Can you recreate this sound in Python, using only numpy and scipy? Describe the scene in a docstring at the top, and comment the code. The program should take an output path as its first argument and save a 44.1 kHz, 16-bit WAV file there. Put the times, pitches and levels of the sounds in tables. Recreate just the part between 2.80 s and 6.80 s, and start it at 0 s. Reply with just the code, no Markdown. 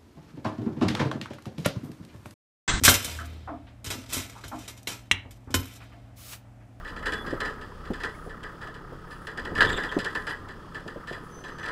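"""A toaster, close by on a kitchen counter. The latch lets go and the sprung metal carriage flies up,
rattles and shudders; fingers push the lever down again with scrapes and ticks, it snaps against its
stop, and on release the latch catches it with a clunk. Wire guards and thin panels ring along, and
the case thumps on the counter. Behind it in a small room: dull knocks, a brief brushing, a low hum."""
import sys
import numpy as np
from scipy import signal
from scipy.fft import rfft
from scipy.io import wavfile
from scipy.ndimage import uniform_filter1d

SR = 44100
rng = np.random.default_rng(int(sys.argv[2]) if len(sys.argv) > 2 else 0)


def wrap_up_sound(samples):
    """Save the sound to the file named by the first command line argument, as 16-bit audio."""
    columns = np.atleast_2d(samples).T
    # keep every value between -1 and 1, then stretch to whole-number steps
    tamed = np.clip(columns, -1, 1)
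    steps = np.round(tamed * 32767).astype(np.int16)
    wavfile.write(sys.argv[1], SR, steps)


N = 176400
T = np.arange(N) / SR
EVENT_T = T[:SR]  # 1 s time axis of one event


def undb(db):
    """Decibels to gain."""
    return 10 ** (np.asarray(db) / 20)


def unit(x):
    """Scale to rms 1."""
    return x / np.sqrt(np.mean(x ** 2) + 1e-20)


def fade(t60_s, t=EVENT_T):
    """Exponential decay, 60 dB down at t60_s."""
    return np.exp(-np.log(1000) * t / t60_s)


def colour(x, spectrum, tilt_db_oct=0):
    """Shape by a spectrum and a tilt; rms 1."""
    octave = np.log2(np.maximum(np.fft.rfftfreq(len(x), 1 / SR), 1))
    hz, db = np.array(spectrum).T
    gain_db = np.interp(octave, np.log2(hz), db) + tilt_db_oct * np.maximum(octave, np.log2(hz[0]))
    return unit(np.fft.irfft(rfft(x) * undb(gain_db), len(x)))


def band_noise(samples, low_hz, high_hz, order):
    """Band-passed noise; rms 1."""
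    sos = signal.butter(order, [low_hz, high_hz], "band", fs=SR, output="sos")
    return unit(signal.sosfilt(sos, rng.standard_normal(samples)))


def modes(table, scatter_db=0):
    """Decaying partials of random sign and optional level scatter; rms 1 at the start."""
    hz, db, t60_s = np.array(table).T
    chance = rng.standard_normal((len(hz), 2))
    gains = undb(db + scatter_db * chance[:, 0]) * np.sign(chance[:, 1])
    waves = np.sin(2 * np.pi * hz[:, None] * EVENT_T) * fade(t60_s[:, None])
    return gains @ waves / np.sqrt(np.sum(gains ** 2) / 2)


def chatter(grain_samples=60, spread_db=1.5):
    """Noise broken into millisecond contacts of loose parts."""
    grain = uniform_filter1d(rng.standard_normal(SR), grain_samples) * np.sqrt(grain_samples)
    return rng.standard_normal(SR) * undb(spread_db * grain)


def ticks(per_s, spread_db=3, t60_s=0.041):
    """Random tiny contacts of uneven strength, each a decaying noise burst."""
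    hits = (rng.random(SR) < per_s / SR) * undb(spread_db * rng.standard_normal(SR))
    power = signal.fftconvolve(hits ** 2, fade(t60_s) ** 2)[:SR]
    return rng.standard_normal(SR) * np.sqrt(np.abs(power))


def add(out, start_s, sound):
    """Mix a sound in at start_s, at the earliest at 0."""
    i = max(int(start_s * SR), 0)
    out[i:i + len(sound)] += sound[:N - i]


# room air (frequency [Hz], density [dB])
AIR_SPECTRUM = [(25, -17.5), (55, 2.5), (110, 0.5), (170, -23), (270, -4), (420, -21), (660, -11.5),
                (1000, -22), (2000, -26), (4000, -37.5), (8000, -39.5), (15000, -49)]
def air(level_db=-54):
    """Steady, bass-heavy room noise."""
    return undb(level_db) * colour(rng.standard_normal(N), AIR_SPECTRUM)


# hum partials (frequency [Hz], level [dB])
HUM_PARTIALS = [(52, -59), (115.5, -51.5), (198, -63), (265, -67.5)]
def hum(wobble_rad=0.25):
    """Low appliance hum, slightly unsteady in phase."""
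    out = np.zeros(N)
    for hz, db in HUM_PARTIALS:
        phase = 2 * np.pi * hz * T + wobble_rad * band_noise(N, 0.5, 20.5, order=2)
        out += undb(db) * np.sqrt(2) * np.sin(phase)
    return out


# reflections (frequency [Hz], density [dB])
ROOM_SPECTRUM = [(60, -10.5), (250, 2), (1000, -3), (3000, -6), (7000, -10), (15000, -3.5)]
def kitchen(x, wet_db=-14, t60_s=0.3, treble_t60_s=0.15, split_hz=4500, delay_s=0.006):
    """Add dense reflections from counter and walls; the treble dies first."""
    echoes = colour(rng.standard_normal(SR), ROOM_SPECTRUM)
    low = signal.sosfiltfilt(signal.butter(2, split_hz, fs=SR, output="sos"), echoes)
    tail = low * fade(t60_s) + (echoes - low) * fade(treble_t60_s)
    out = x.copy()
    add(out, delay_s, undb(wet_db) * signal.fftconvolve(x, tail / np.linalg.norm(tail))[:N])
    return out


# brushing hiss before tilt (frequency [Hz], density [dB])
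BRUSH_SPECTRUM = [(290, -45), (500, 2), (655, 5), (714, -14.5), (1230, 3.5), (1630, -3.5), (1960, -3),
                  (2640, -1), (15000, -8.5)]
def brush(start_s=3.355, peak_s=3.535, attack_s=0.024, hiss_db=-42, flick_db=-40.5):
    """A light brushing contact swells, slips off with a flick and fades."""
    from_peak_s = T - peak_s
    onset = np.clip((T - start_s) / attack_s, 0, 1)
    swell = onset * fade(1, np.maximum(-from_peak_s, 0)) * fade(0.15, np.maximum(from_peak_s, 0))
    hiss = colour(rng.standard_normal(N), BRUSH_SPECTRUM, tilt_db_oct=2.3)
    flick = band_noise(N, 980, 4600, order=1) * fade(0.094, np.abs(from_peak_s))
    return undb(hiss_db) * swell * hiss + undb(flick_db) * flick


# hollow boom (frequency [Hz], level [dB], t60 [s])
HOLLOW_MODES = [(257.6, -2.5, 0.26), (302.4, -3, 0.11), (690.6, 0, 0.068)]
# knocks (time [s], level [dB], upper edge [Hz], lower edge [Hz], hold [s], boom peak [dB])
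DULL_KNOCKS = [(0.386, -39, 1730, 1104, 0.02, -39.5), (0.674, -36.5, 1345, 572, 0.021, -29.5),
               (0.867, -57, 3500, 600, .02, -60.5), (1.552, -46.5, 1300, 780, 0.022, -58),
               (1.713, -38.5, 1360, 600, 0.021, -30.5), (2.446, -54, 1110, 351, 0.013, -74),
               (2.671, -52.5, 1400, 397, .03, -53), (3.002, -51.5, 2600, 515, 0.024, -57),
               (3.118, -55.5, 2360, 500, 0.015, -47.5), (3.27, -63.5, 1500, 551, .025, -65),
               (3.645, -63, 1300, 550, 0.024, -61.5), (3.80, -63, 2200, 560, 0.024, -62)]
def knocks(t60_s=0.2, boom_t60_s=0.25, boom_hold_s=0.04, boom_lag_s=0.0081):
    """Dull, smeared knocks, each followed by a rough hollow boom."""
    out = np.zeros(N)
    for start_s, db, high_hz, low_hz, hold_s, boom_db in DULL_KNOCKS:
        envelope = (1 - fade(0.008)) * fade(t60_s, np.maximum(EVENT_T - hold_s, 0))
        add(out, start_s, undb(db) * envelope * band_noise(SR, low_hz, high_hz, order=3))
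        drive = rng.standard_normal(SR) * fade(boom_t60_s, np.maximum(EVENT_T - boom_hold_s, 0))
        boom = signal.fftconvolve(drive, modes(HOLLOW_MODES))[:SR]
        add(out, start_s + boom_lag_s, undb(boom_db) * boom / np.abs(boom).max())
    return out


# case on the counter (frequency [Hz], level [dB], t60 [s])
THUMP_MODES = [(59, -8, 0.15), (93, 1.5, 0.26), (135, -4, .1), (173, -13, 0.064), (235, -2.5, 0.04),
               (257, -3.5, 0.17), (341, -12.5, 0.11), (385, -17, 0.063), (467, -17.5, 0.067)]
# thumps (time [s], level [dB], tilt [dB/oct])
CASE_THUMPS = [(0.014, -28.5, 8.5), (0.025, -25.5, -6), (0.05, -23.5, -3), (0.081, -17.5, 4.5),
               (.094, -19, 8.5), (0.142, -26, -7), (0.251, -38, 8), (1.046, -42, 12), (1.071, -32, -8),
               (1.106, -54, -5), (1.154, -35.5, 5), (1.186, -35, 8), (1.291, -41, 3), (1.336, -44, 4),
               (1.368, -28, 4), (1.655, -37, -4), (2.075, -44.5, -3.5), (2.315, -29, -3.5),
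               (2.459, -41.5, 0), (2.675, -37, 0), (2.704, -32, 3), (2.745, -20, 8), (2.755, -22.5, -0.5),
               (2.791, -30, 1)]
def case():
    """The case thumps on the counter and rings in its low modes."""
    out = np.zeros(N)
    hz, mode_db, t60_s = np.array(THUMP_MODES).T
    attack = 1 - fade(0.0056)
    waves = np.sin(2 * np.pi * hz[:, None] * EVENT_T) * fade(t60_s[:, None]) * attack
    for start_s, db, tilt_db_oct in CASE_THUMPS:
        gains = undb(mode_db + tilt_db_oct * np.log2(hz))
        add(out, start_s, undb(db) * gains @ waves / np.sqrt(np.sum(gains ** 2) / 2))
    return out


# steel shell (frequency [Hz], level [dB], t60 [s])
STEEL_SHELL_MODES = [(361, -14.5, 0.12), (1173, -8, 0.099), (1410, -3, 0.074), (1572, 2, 0.061),
                     (1700, -2.5, 0.044), (2150, -8, .1), (2700, -25, .25), (3190, -11.5, 0.23),
                     (3770, -12.5, 0.13), (4170, -6, .1)]
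# end-stop hits (time [s], level [dB])
STOP_HITS = [(0.0797, -6.5), (1.373, -57), (1.6374, -38.5), (2.7414, -29.5)]
def shell():
    """The carriage hits an end stop and rings the steel shell."""
    out = np.zeros(N)
    for start_s, db in STOP_HITS:
        add(out, start_s, undb(db) * modes(STEEL_SHELL_MODES))
    return out


# latch (frequency [Hz], level [dB], t60 [s])
CLINK_MODES = [(1043, -7, .1), (1455, -5, 0.078), (1780, -2, 0.035), (3038, -0.5, 0.13)]
def latch(start_s=2.7425, level_db=-21.5):
    """The latch catches and clinks."""
    out = np.zeros(N)
    add(out, start_s, undb(level_db) * modes(CLINK_MODES))
    return out


# lever crack (frequency [Hz], density [dB])
CRACK_SPECTRUM = [(150, -5.5), (800, -21), (1400, -18.5), (2000, -10), (3300, 3), (4100, -14),
                  (4600, -32.5), (5400, -6.5), (10000, -19), (15000, -40.5)]
# plastic lever (frequency [Hz], level [dB], t60 [s])
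PLASTIC_MODES = [(803, -16, 0.016), (1976, -3, 0.027), (2200, 2, 0.027), (2580, -6, 0.016),
                 (2793, -4.5, 0.044), (3270, -5.5, .018), (3980, -3.5, .018)]
# snaps (time [s], level [dB])
LEVER_SNAPS = [(2.0728, -26.5), (2.3131, -7.5), (2.3165, -17.5)]
def lever(crack_db=-8.5, crack_t60_s=0.041):
    """The lever snaps: a short crack and quickly damped plastic modes."""
    out = np.zeros(N)
    for start_s, db in LEVER_SNAPS:
        crack = colour(rng.standard_normal(SR), CRACK_SPECTRUM) * fade(crack_t60_s)
        add(out, start_s, undb(db) * (modes(PLASTIC_MODES) + undb(crack_db) * crack))
    return out


def spring(start_s=0.25, hz=79, gain_db=-24.5, rise_s=0.17, t60_s=1.4):
    """The carriage shudders on its spring after flying up."""
    out = np.zeros(N)
    envelope = (1 - np.exp(-T / rise_s)) * fade(t60_s, T)
    add(out, start_s, undb(gain_db) * envelope * np.sin(2 * np.pi * hz * T))
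    return out


# wire guards (frequency [Hz], level [dB], t60 [s])
GUARD_MODES = [(1310, -4, 0.3), (2110, -2.5, 0.22), (2740, -5, .3), (3580, -4, 0.13), (4230, -3, .2),
               (5220, -5.5, 0.33), (6180, -6, .3), (7720, -7.5, .3), (12400, 2.5, .25), (14995, 0, 0.28)]
def steel(x, wire_db=-15, panel_db=-7, panel_modes=320, mean_t60_s=0.073):
    """Wire guards and the crowded resonances of thin panels ring along with x."""
    chance = rng.random((panel_modes, 2))
    panel_table = [(700 + 14500 * place ** 1.4, 0, mean_t60_s * (0.5 + life)) for place, life in chance]
    panels = modes(panel_table, scatter_db=5)
    wires = modes(GUARD_MODES)
    ring = undb(panel_db) * panels / np.linalg.norm(panels)
    ring += undb(wire_db) * wires / np.linalg.norm(wires)
    return (x + signal.fftconvolve(x, ring)[:N]) / np.sqrt(1 + np.sum(ring ** 2) / 2)


# sheet metal, for scrapes and carriage (frequency [Hz], density [dB])
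METAL_SPECTRUM = [(150, -5), (300, -3), (700, -6), (1400, -3), (2500, -3), (3800, -1.5), (4700, -5.5),
                  (6000, -2.5), (9000, -7.5), (10500, -11), (12000, -7), (15500, -25)]
# sliding contacts (start [s], peak [s], end [s], level [dB], tilt [dB/oct])
SLIDES = [(-.1, 0, 0.18, -50, -2.5), (0.219, 0.277, 0.48, -41, -1.5), (1.119, 1.208, 1.36, -48.5, -2),
          (1.276, 1.338, 1.494, -35, -0.5), (1.387, 1.417, 1.94, -51.5, -2.5),
          (1.694, 1.795, 2.056, -50.5, -1.5), (2.08, 2.16, 1.89, -49, 7), (2.771, 2.974, 2.99, -56.5, 1),
          (2.799, 3.021, 3.4, -60.5, -4.5), (0.421, 0.52, 0.72, -49.5, -6)]
def scrapes(slips_per_s=430):
    """Sliding contact: dense tiny slips swell and die away with the pressure."""
    out = np.zeros(N)
    for start_s, peak_s, end_s, db, tilt_db_oct in SLIDES:
        pressure = np.interp(EVENT_T + max(start_s, 0), [start_s, peak_s, end_s], [0, 1, 0]) ** 1.11
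        slips = colour(ticks(slips_per_s), METAL_SPECTRUM, tilt_db_oct)
        add(out, start_s, undb(db) * pressure * slips)
    return out


# carriage blows (time [s], level [dB], tilt [dB/oct], clatter t60 [s])
CARRIAGE_BLOWS = [(0.036, -16, 2, 0.33), (0.0494, -9.5, 2.5, 0.11), (0.08, -10.5, -1.5, 0.13),
                  (.091, -13.5, 8.5, .12), (.139, -17.5, 2, 0.061), (.1465, -23, 0.5, 0.093),
                  (0.245, -27, 3, .09), (.277, -36, -1.5, 0.057), (0.36, -48, -25.5, .08),
                  (.455, -49, 7, 0.055), (1.0431, -37, 1, 0.19), (1.061, -35.5, -1, 0.18),
                  (1.1021, -28, -1, 0.18), (1.3305, -28, 4, 0.24), (1.371, -32.5, -.5, 0.18),
                  (1.4959, -39.5, -0.5, 0.05), (1.6385, -39, -3, 0.17), (1.6788, -42, 5, 0.077),
                  (1.788, -46.5, 1.5, 0.11), (1.878, -35.5, 0, .13), (1.9746, -47.5, 1, 0.07),
                  (2.03, -41.5, 5.5, 0.012), (2.0711, -30.5, -0.5, 0.24), (2.117, -40, -1.5, 0.21),
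                  (2.508, -46, 2, .08), (2.705, -45, -2, 0.13), (2.741, -19, -0.5, 0.075),
                  (2.7483, -25.5, 12, 0.058)]
def carriage(attack_s=0.0016, rattle_db=-22.5, shimmer_db=-34):
    """Each blow of the metal carriage clatters, leaves loose parts ticking and the springs shimmering."""
    out = np.zeros(N)
    attack = np.minimum(EVENT_T / attack_s, 1)
    for start_s, db, tilt_db_oct, t60_s in CARRIAGE_BLOWS:
        clatter = colour(chatter(), METAL_SPECTRUM, tilt_db_oct) * fade(t60_s)
        rattle = colour(ticks(per_s=83), METAL_SPECTRUM, tilt_db_oct - 0.6) * fade(t60_s=0.66)
        shimmer = band_noise(SR, 1500, 4330, order=3) * fade(t60_s=1.37)
        blow = clatter + undb(rattle_db) * rattle + undb(shimmer_db) * shimmer
        add(out, start_s, undb(db) * attack * blow)
    return out


def scene():
    """Toaster, brushing and knocks in the kitchen; spring, hum and air bypass the reflections."""
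    toaster = steel(carriage() + scrapes()) + case() + shell() + latch() + lever()
    room = kitchen(toaster + brush() + knocks())
    return (room + spring() + hum() + air())[None]


def record(dry, low_hz=42, ceiling=0.85, top_hz=15500):
    """The microphone drops the deepest bass, rounds the peaks and cuts the top."""
    x = signal.sosfilt(signal.butter(4, low_hz, "high", fs=SR, output="sos"), dry)
    rounded = ceiling * np.tanh(x / ceiling)
    return signal.sosfilt(signal.ellip(10, 0.2, 80, top_hz, fs=SR, output="sos"), rounded)


dry = scene()
out = record(dry)
wrap_up_sound(out)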